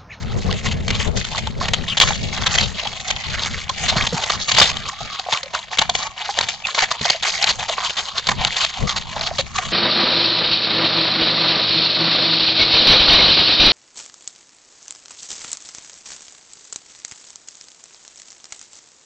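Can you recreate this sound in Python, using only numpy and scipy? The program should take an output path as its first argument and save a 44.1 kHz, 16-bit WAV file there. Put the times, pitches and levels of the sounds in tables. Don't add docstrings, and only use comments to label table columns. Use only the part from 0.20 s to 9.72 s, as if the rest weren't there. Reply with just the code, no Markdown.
import sys
import numpy as np
from scipy import signal
from scipy.fft import rfft, irfft
from scipy.io import wavfile
from scipy.ndimage import uniform_filter1d

SR = 44100
rng = np.random.default_rng(int(sys.argv[2]) if len(sys.argv) > 2 else 0)


def unload_audio(sound):
    columns = np.transpose(np.atleast_2d(sound))
    steps = np.round(np.clip(columns, -1, 1) * 32767)
    wavfile.write(sys.argv[1], SR, steps.astype(np.int16))


N = 419832
TIME = np.arange(N) / SR

# (t/s, length/s, level/dB, stone resonance f/Hz)
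CRUSHED_STONES = [(0.326, 0.0015, -19.5, 2100), (0.512, 0.018, -25, 2700), (0.68, 0.0034, -18, 2300),
                  (0.702, 0.009, -18, 2240), (0.748, 0.004, -28, 3400), (1.049, 0.002, -21, 3040),
                  (1.177, 0.015, -22.5, 2230), (1.271, 0.002, -21, 3640), (1.456, 0.00097, -21, 2770),
                  (1.482, 0.0076, -19, 2160), (1.534, 0.011, -13.5, 3020), (1.77, 0.014, -15, 3300),
                  (1.8, 0.0016, -4.5, 3220), (1.811, 0.013, -8, 3300), (1.826, 0.014, -14, 3470),
                  (1.872, 0.0075, -20.5, 3500), (2.262, 0.015, -14.5, 3350), (2.351, 0.009, -18.5, 4550),
                  (2.384, 0.0013, -8, 3100), (2.407, 0.0073, -16.5, 4600), (2.67, 0.0049, -21, 3100),
                  (2.902, 0.0096, -18, 3130), (3.493, 0.0065, -19, 3420), (3.68, 0.027, -18, 3870),
                  (3.822, 0.0077, -21.5, 3240), (3.867, 0.0077, -16, 3230), (4.036, 0.0088, -19, 3500),
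                  (4.096, 0.011, -16.5, 3440), (4.282, 0.019, -19, 4160), (4.315, 0.0061, -13, 4100),
                  (4.347, 0.0026, -17, 4470), (4.364, 0.012, -16.5, 3290), (4.383, 0.01, -9.5, 4770),
                  (4.399, 0.0065, -7, 4700), (4.413, 0.02, -9.5, 3660), (4.568, 0.0011, -19.5, 2940),
                  (4.995, 0.0031, -20.5, 4620), (5.124, 0.015, -15.5, 3920), (5.23, 0.0056, -24, 4260),
                  (5.346, 0.0075, -18.5, 1450), (5.572, 0.0033, -22, 2230), (5.585, 0.0096, -9.5, 3200),
                  (5.615, 0.01, -16, 3330), (5.695, 0.0042, -12.5, 3530), (5.75, 0.0041, -13.5, 3400),
                  (6.187, 0.003, -9, 1730), (6.21, 0.0023, -12, 3870), (6.286, 0.0032, -17.5, 3680),
                  (6.469, 0.0016, -18, 4320), (6.546, 0.0035, -19, 4300), (6.622, 0.022, -17, 2020),
                  (6.706, 0.017, -20, 4900), (6.811, 0.0068, -22.5, 3800), (6.851, 0.0094, -17, 4800),
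                  (6.899, 0.0062, -8.5, 4830), (7.024, 0.013, -19.5, 3780), (7.226, 0.0053, -18, 4100),
                  (7.241, 0.002, -9, 4140), (7.272, 0.0069, -18.5, 3300), (7.287, 0.029, -16.5, 4320),
                  (7.495, 0.003, -21, 3930), (7.695, 0.013, -22, 2800), (7.768, 0.03, -21, 3380),
                  (8.069, 0.0059, -15.5, 3720), (8.087, 0.0085, -12.5, 1980), (8.114, 0.0067, -21, 1620),
                  (8.248, 0.0022, -8.5, 3150), (8.269, 0.012, -21.5, 3940), (8.365, 0.007, -17, 3540),
                  (8.424, 0.014, -21.5, 4100), (8.447, 0.0031, -13, 4100), (8.692, 0.0087, -17.5, 3330),
                  (8.761, 0.024, -21, 4300), (9.182, 0.03, -19, 3900)]
# (t/s, length/s, level/dB, swell over the length/dB)
HOOF_SCRAPES = [(0.264, 0.12, -32, 4), (0.438, 0.11, -28, -13), (0.682, 0.19, -27.5, 1.5),
                (0.95, 0.1, -25.5, -3.5), (1.096, 0.17, -29, -7), (1.397, 0.042, -18.5, 1.5),
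                (1.55, 0.1, -31.5, -1), (1.674, 0.05, -24.5, -3), (1.841, 0.1, -24.5, -5),
                (2.114, 0.15, -25.5, -4), (2.298, 0.14, -25, 16.5), (2.582, 0.14, -29, -7),
                (2.856, 0.31, -30, -5), (3.046, 0.205, -27, 17.5), (3.304, 0.084, -31, -4),
                (3.592, 0.14, -23.5, 1), (3.753, 0.089, -18, -9.5), (3.928, 0.12, -24, 1),
                (4.071, 0.096, -24.5, -8), (4.21, 0.22, -24, 12), (4.424, 0.085, -17, -8.5),
                (4.639, 0.048, -26.5, 3.5), (4.775, 0.037, -31, -5), (4.903, 0.097, -32.5, 10),
                (5.081, 0.094, -25, 9), (5.327, 0.093, -27, -3.5), (5.505, 0.028, -20, -3),
                (5.59, 0.042, -23, -3), (5.732, 0.13, -25, -0.5), (5.964, 0.16, -28, 3),
                (6.154, 0.18, -27, -2), (6.441, 0.069, -29.5, 11), (6.54, 0.1, -18.5, -7),
                (6.704, 0.069, -26.5, -14), (6.806, .14, -22, 0), (7.023, 0.068, -17.5, 2.5),
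                (7.109, 0.2, -21.5, 8.5), (7.383, 0.041, -16, -2.5), (7.476, 0.04, -19.5, 1),
                (7.563, 0.11, -22.5, 2), (7.768, 0.16, -30.5, -18), (7.943, 0.038, -22, 0.5),
                (8.069, 0.047, -28.5, -5), (8.187, 0.15, -24, 2), (8.352, 0.097, -18, -6),
                (8.478, 0.15, -28.5, -8), (8.663, 0.15, -27.5, -6), (8.875, 0.2, -27, 9),
                (9.334, 0.2, -28.5, -11)]
# (t/s, level/dB)
GRIT_SHUFFLE = [(0, -35), (1.35, -40.5), (1.9, -30), (2.7, -31.5), (4.3, -27.5), (5.3, -39.5), (6.4, -36.5),
                (7.2, -30.5), (8.4, -33.5), (9.25, -36)]
# (t/s, level of the hollow resonance/dB)
SOLE_HOLLOW = [(0, -10), (2.3, -19), (2.7, -2.5), (3.2, -15), (4.4, -12.5), (4.8, -5.5), (5.5, -10),
               (6.05, -1.5), (6.4, -9.5), (7.2, -15.5), (7.6, -9), (8.4, -11), (9.5, -4.5)]
# (f/Hz, gain/dB)
GRAVEL_COLOUR = [(120, -7), (330, -12), (500, -6), (750, 1), (1100, -1.5), (1450, -3.5), (2200, 0),
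                 (2550, -4), (3350, 0.5), (3900, 0.5), (4400, 0), (5600, -8.5), (6700, -4.5), (7500, -12),
                 (8500, -32.5)]
# (t/s, resonance f/Hz, level/dB)
HOOF_KNOCKS = [(0.294, 1080, -30.5), (1.148, 1090, -29), (1.271, 897, -28), (1.413, 1070, -23),
               (1.832, 1060, -20), (1.908, 845, -22.5), (2.655, 835, -27), (3.498, 1040, -21.5),
               (3.717, 705, -26), (3.759, 643, -27.5), (3.927, 478, -27.5), (3.989, 750, -26.5),
               (4.101, 1110, -21), (4.384, 880, -18), (4.414, 1170, -15.5), (4.807, 760, -30),
               (4.995, 745, -30.5), (5.063, 727, -30.5), (5.088, 755, -24.5), (5.127, 910, -22.5),
               (5.233, 560, -37.5), (5.262, 567, -37), (5.35, 1090, -26), (5.619, 926, -20),
               (5.695, 730, -21.5), (6.091, 810, -23), (6.175, 666, -28), (6.207, 920, -25),
               (6.483, 1100, -28.5), (6.58, 900, -20.5), (6.629, 770, -26), (6.715, 1015, -21),
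               (6.853, 712, -22), (6.945, 642, -29), (7.495, 650, -24), (7.582, 1024, -22),
               (8.09, 1020, -21.5), (8.118, 990, -23), (8.964, 860, -27.5), (9.111, 687, -26.5),
               (9.189, 540, -22), (9.387, 760, -24)]
# (centre t/s, half length to 1/e/s, mean f/Hz, pole bandwidth/Hz, level/dB)
STONE_SKIDS = [(1.697, .017, 3430, 800, -23.5), (1.729, 0.011, 2850, 550, -24),
               (6.451, 0.0087, 2606, 170, -19.5)]
# (t/s, level/dB)
GROUND_THUMPS = [(3.762, -20.5), (3.926, -20.5), (4.408, -24), (5.584, -33), (6.81, -27.5), (8.088, -26.5),
                 (9.185, -33)]
# (t/s, length/s, level/dB)
WIND_GUSTS = [(-.1, 1.11, -24.5), (1.134, 0.52, -26), (1.76, 0.71, -26), (2.843, 0.065, -35),
              (3.034, 0.35, -28.5), (3.593, 0.23, -24.5), (4.097, 0.081, -29), (4.306, 0.3, -30),
              (4.76, 0.057, -35.5), (5.523, 0.29, -40), (6.155, 0.12, -42.5), (7.254, 0.13, -38),
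              (8.033, 0.19, -30), (8.572, 0.066, -22.5), (8.713, 0.79, -35)]
# (t/s, level/dB)
LIGHT_BREEZE = [(0, -31), (2.8, -40), (4.3, -42), (5.1, -51.5), (6.4, -51.5), (7.6, -46), (9.5, -42)]
# (f/Hz, gain/dB)
WIND_COLOUR = [(20, -4), (60, 2), (130, 0), (220, -4), (330, -12.5), (1100, -55.5)]
# (f/Hz, left minus right/dB, side filter gain before a common offset/dB)
PORT_DIFFERENCES = [(298, 0, -21), (795, -0.5, -38.5), (1780, -5.5, -11), (2420, 2.5, -6), (2650, 8.5, -9),
                    (4300, -2, -11), (7950, 2, -3.5)]

SCRAPE_RISE_S, SCRAPE_FALL_S = 0.015, 0.02
GUST_RISE_S, GUST_FALL_S = 0.06, 0.066
TOP_HZ = 8700


def undb(db):
    return 10 ** (np.asarray(db) / 20)


def unit(x):
    return x / np.sqrt(np.mean(x ** 2) + 1e-18)


def curve(rows):
    return np.interp(TIME, *np.transpose(rows))


def colour(x, hz, db):
    size = 4096
    bins = np.maximum(np.fft.rfftfreq(size, 1 / SR), 1)
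    log_gain = np.log(undb(np.interp(np.log(bins), np.log(hz), db)))
    cepstrum = irfft(log_gain)
    cepstrum[1:size // 2] *= 2
    cepstrum[size // 2 + 1:] = 0
    response = irfft(np.exp(rfft(cepstrum)))
    return signal.fftconvolve(x, response)[:len(x)]


def ring(x, hz, q):
    return signal.lfilter(*signal.iirpeak(min(hz, SR / 3), max(q, 1), fs=SR), x)


def moving_ring(x, hz, width_hz):
    turn = np.exp(2j * np.pi * np.cumsum(hz) / SR)
    pole = np.exp(-np.pi * width_hz / SR)
    baseband = signal.lfilter([1], np.poly([pole, pole]), x / turn)
    return unit((baseband * turn).real)


def add(track, s, sound):
    start = max(int(s * SR), 0)
    track[start:start + len(sound)] += sound[:max(N - start, 0)]


def clicks(count, rate, spread_db):
    size = undb(spread_db * np.minimum(rng.standard_exponential(count), 4))
    hit = rng.random(count) < rate / SR
    return unit(hit * size * rng.choice([-1, 1], count))


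def walk(rate):
    hold = int(SR / rate)
    steps = np.repeat(rng.uniform(-1, 1, N // hold + 1), hold)[:N]
    return unit(uniform_filter1d(uniform_filter1d(steps, hold), hold))


def envelope(s, length, rise_s, fall_s, swell_db=0):
    t = TIME - s
    rise = np.clip(t / rise_s, 0, 1)
    held = np.clip(t / length, 0, 1)
    fall = np.exp(-np.maximum(t - length, 0) / fall_s)
    return rise * undb(swell_db * (held - .5)) * fall


def crunches(rise_s=0.001, fall_s=0.0016, stone_db=4, settle_db=-21, settle_s=0.043, crack_db=-2, crack_s=0.00054):
    out, t = np.zeros(N), TIME[:SR // 8]
    for s, length, db, hz in CRUSHED_STONES:
        after = np.maximum(t - length, 0)
        dying = np.exp(-after / fall_s) + undb(settle_db) * np.exp(-after / settle_s)
        press = np.minimum(t / rise_s, 1) * dying
        contacts = press * clicks(len(t), rate=7000, spread_db=3.5)
        crack = undb(crack_db) * rng.standard_normal(len(t)) * np.exp(-t / crack_s)
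        blow = contacts + crack
        ringing = blow + undb(stone_db) * ring(blow, hz, q=6.0)
        stones = colour(ringing, *np.transpose(GRAVEL_COLOUR))
        add(out, s, undb(db) * stones / np.std(stones[t < length + rise_s]))
    return out


def grinding(snap_db=-5, tick_db=-4.0, slip_db=3.0, shift_db=4.0, tilt_db=4.0, sole_width_hz=170, sole_bend=.11):
    sand = clicks(N, rate=5000, spread_db=0.5)
    grit = sand + undb(tick_db) * clicks(N, rate=150, spread_db=2.5)
    scrape = np.zeros(N)
    for k, hz in enumerate(np.geomspace(450, 8000, num=8)):
        band = ring(ring(grit, hz, q=1.55), hz, q=1.55)
        scrape += (-1) ** k * undb(shift_db * walk(rate=30)) * band
    stones = unit(colour(unit(scrape) + undb(snap_db) * snaps(), *np.transpose(GRAVEL_COLOUR)))
    hollow = np.zeros(N)
    for hz in (740, 980):
        pitch = hz * np.exp(sole_bend * walk(rate=12))
        hollow += undb(tilt_db * walk(rate=14)) * moving_ring(grit, pitch, sole_width_hz)
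    rubbing = stones + undb(curve(SOLE_HOLLOW)) * unit(hollow)
    return rubbing * drag() * undb(slip_db * walk(rate=130))


def snaps(rate=45, spread_db=3.0, decay_s=0.0011, q=7):
    out = np.zeros(N)
    for hz in np.geomspace(1900, 5200, num=8):
        releases = np.abs(clicks(N, rate, spread_db)) + 1e-18
        fading = signal.lfilter([1], [1, -np.exp(-1 / (decay_s * SR))], releases)
        out += unit(ring(fading * rng.standard_normal(N), hz, q))
    return unit(out)


def drag():
    power = undb(curve(GRIT_SHUFFLE)) ** 2
    for s, length, db, swell_db in HOOF_SCRAPES:
        power += (undb(db) * envelope(s, length, SCRAPE_RISE_S, SCRAPE_FALL_S, swell_db)) ** 2
    return np.sqrt(power)


def knocks(rise_s=0.0035, q=9, body_db=-4.5, body_hz=790, firm_db=-22, body_growth=0.78):
    out, t = np.zeros(N), TIME[:SR // 8]
    for s, hz, db in HOOF_KNOCKS:
        contact = clicks(len(t), rate=3000, spread_db=5.5) * t * np.exp(-t / rise_s)
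        cup = unit(ring(ring(contact, hz, q), hz, q=2.5))
        body = unit(ring(ring(contact, body_hz, q=1), body_hz, q=1))
        clop = cup + undb(body_db + body_growth * (db - firm_db)) * body
        add(out, s - rise_s, undb(db) * clop / np.std(clop[:SR // 60]))
    return out


def skids(waver=0.022, upper=1.34, upper_db=-13, rough_db=4.5):
    out = np.zeros(N)
    for s, half, hz, width_hz, db in STONE_SKIDS:
        pitch = hz * (1 + waver * walk(rate=120))
        slip = rng.standard_normal(N)
        upper_mode = moving_ring(slip, upper * pitch, width_hz)
        squeal = moving_ring(slip, pitch, width_hz) + undb(upper_db) * upper_mode
        catching = undb(rough_db * walk(rate=450))
        squeal = squeal * catching * np.exp(-((TIME - s) / half) ** 2)
        out += undb(db) * squeal / np.std(squeal[np.abs(TIME - s) < half])
    return out


def thumps(hz=155, decay_s=0.015):
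    out, t = np.zeros(N), TIME[:SR // 8]
    for s, db in GROUND_THUMPS:
        push = rng.standard_normal(len(t)) * np.exp(-t / decay_s)
        thud = ring(ring(push, hz, q=0.95), hz, q=0.95)
        add(out, s, undb(db) * thud / np.std(thud[:SR // 40]))
    return out


def ports(x, scatter_db=1):
    hz, balance_db, side_db = np.transpose(PORT_DIFFERENCES)
    lags = rng.integers(4, 90, size=6)
    scattered = sum(walk(rate=6) * np.pad(x, (lag, 0))[:N] for lag in lags) / np.sqrt(len(lags))
    side = colour(scattered, hz, side_db + scatter_db)
    left = colour(x + side, hz, balance_db / 2)
    right = colour(x - side, hz, -balance_db / 2)
    return np.array([left, right])


def yard(x, t60=1.0, wet_db=-25):
    t = TIME[:SR // 2]
    tails = rng.standard_normal((2, len(t))) * np.exp(-np.log(1000) * t / t60)
    wet = [signal.fftconvolve(x, tail / np.linalg.norm(tail))[:N] for tail in tails]
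    return undb(wet_db) * np.array(wet)


def wind(buffet_db=1.6, flutter_db=3.0, left_db=2.83, right_db=-1.5, rip_db=-11, rip_hz=430, rip_q=1.02,
         strong_db=-25, rip_growth=.4):
    gust = airflow() * undb(buffet_db * walk(rate=20))
    force = (gust / undb(strong_db)) ** rip_growth
    out = []
    for port_db in (left_db, right_db):
        eddy = undb(flutter_db * walk(rate=50))
        rumble = unit(eddy * colour(rng.standard_normal(N), *np.transpose(WIND_COLOUR)))
        fast_eddies = eddy ** 2 * rng.standard_normal(N)
        rip = unit(ring(ring(fast_eddies, rip_hz, rip_q), rip_hz, rip_q))
        out.append(undb(port_db) * gust * (rumble + undb(rip_db) * force * rip))
    return np.array(out)


def airflow():
    power = undb(curve(LIGHT_BREEZE)) ** 2
    for s, length, db in WIND_GUSTS:
        power += (undb(db) * envelope(s, length, GUST_RISE_S, GUST_FALL_S)) ** 2
    return np.sqrt(power)


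def scene():
    hooves = undb(0.5) * crunches() + undb(-2.5) * grinding() + undb(1.5) * knocks()
    hooves = hooves + skids() + thumps()
    return ports(hooves) + yard(hooves) + wind()


def record(dry, notch_hz=305, notch_q=2.65, slot_hz=968, slot_q=24):
    notched = dry - 0.81 * ring(dry, notch_hz, notch_q)
    notched = notched - 0.61 * ring(notched, slot_hz, slot_q)
    clipped = np.clip(notched, -.95, .95)
    lowpass = signal.ellip(8, .2, 70, TOP_HZ, fs=SR, output="sos")
    return signal.sosfilt(lowpass, clipped)


dry = scene()
out = record(dry)
unload_audio(out)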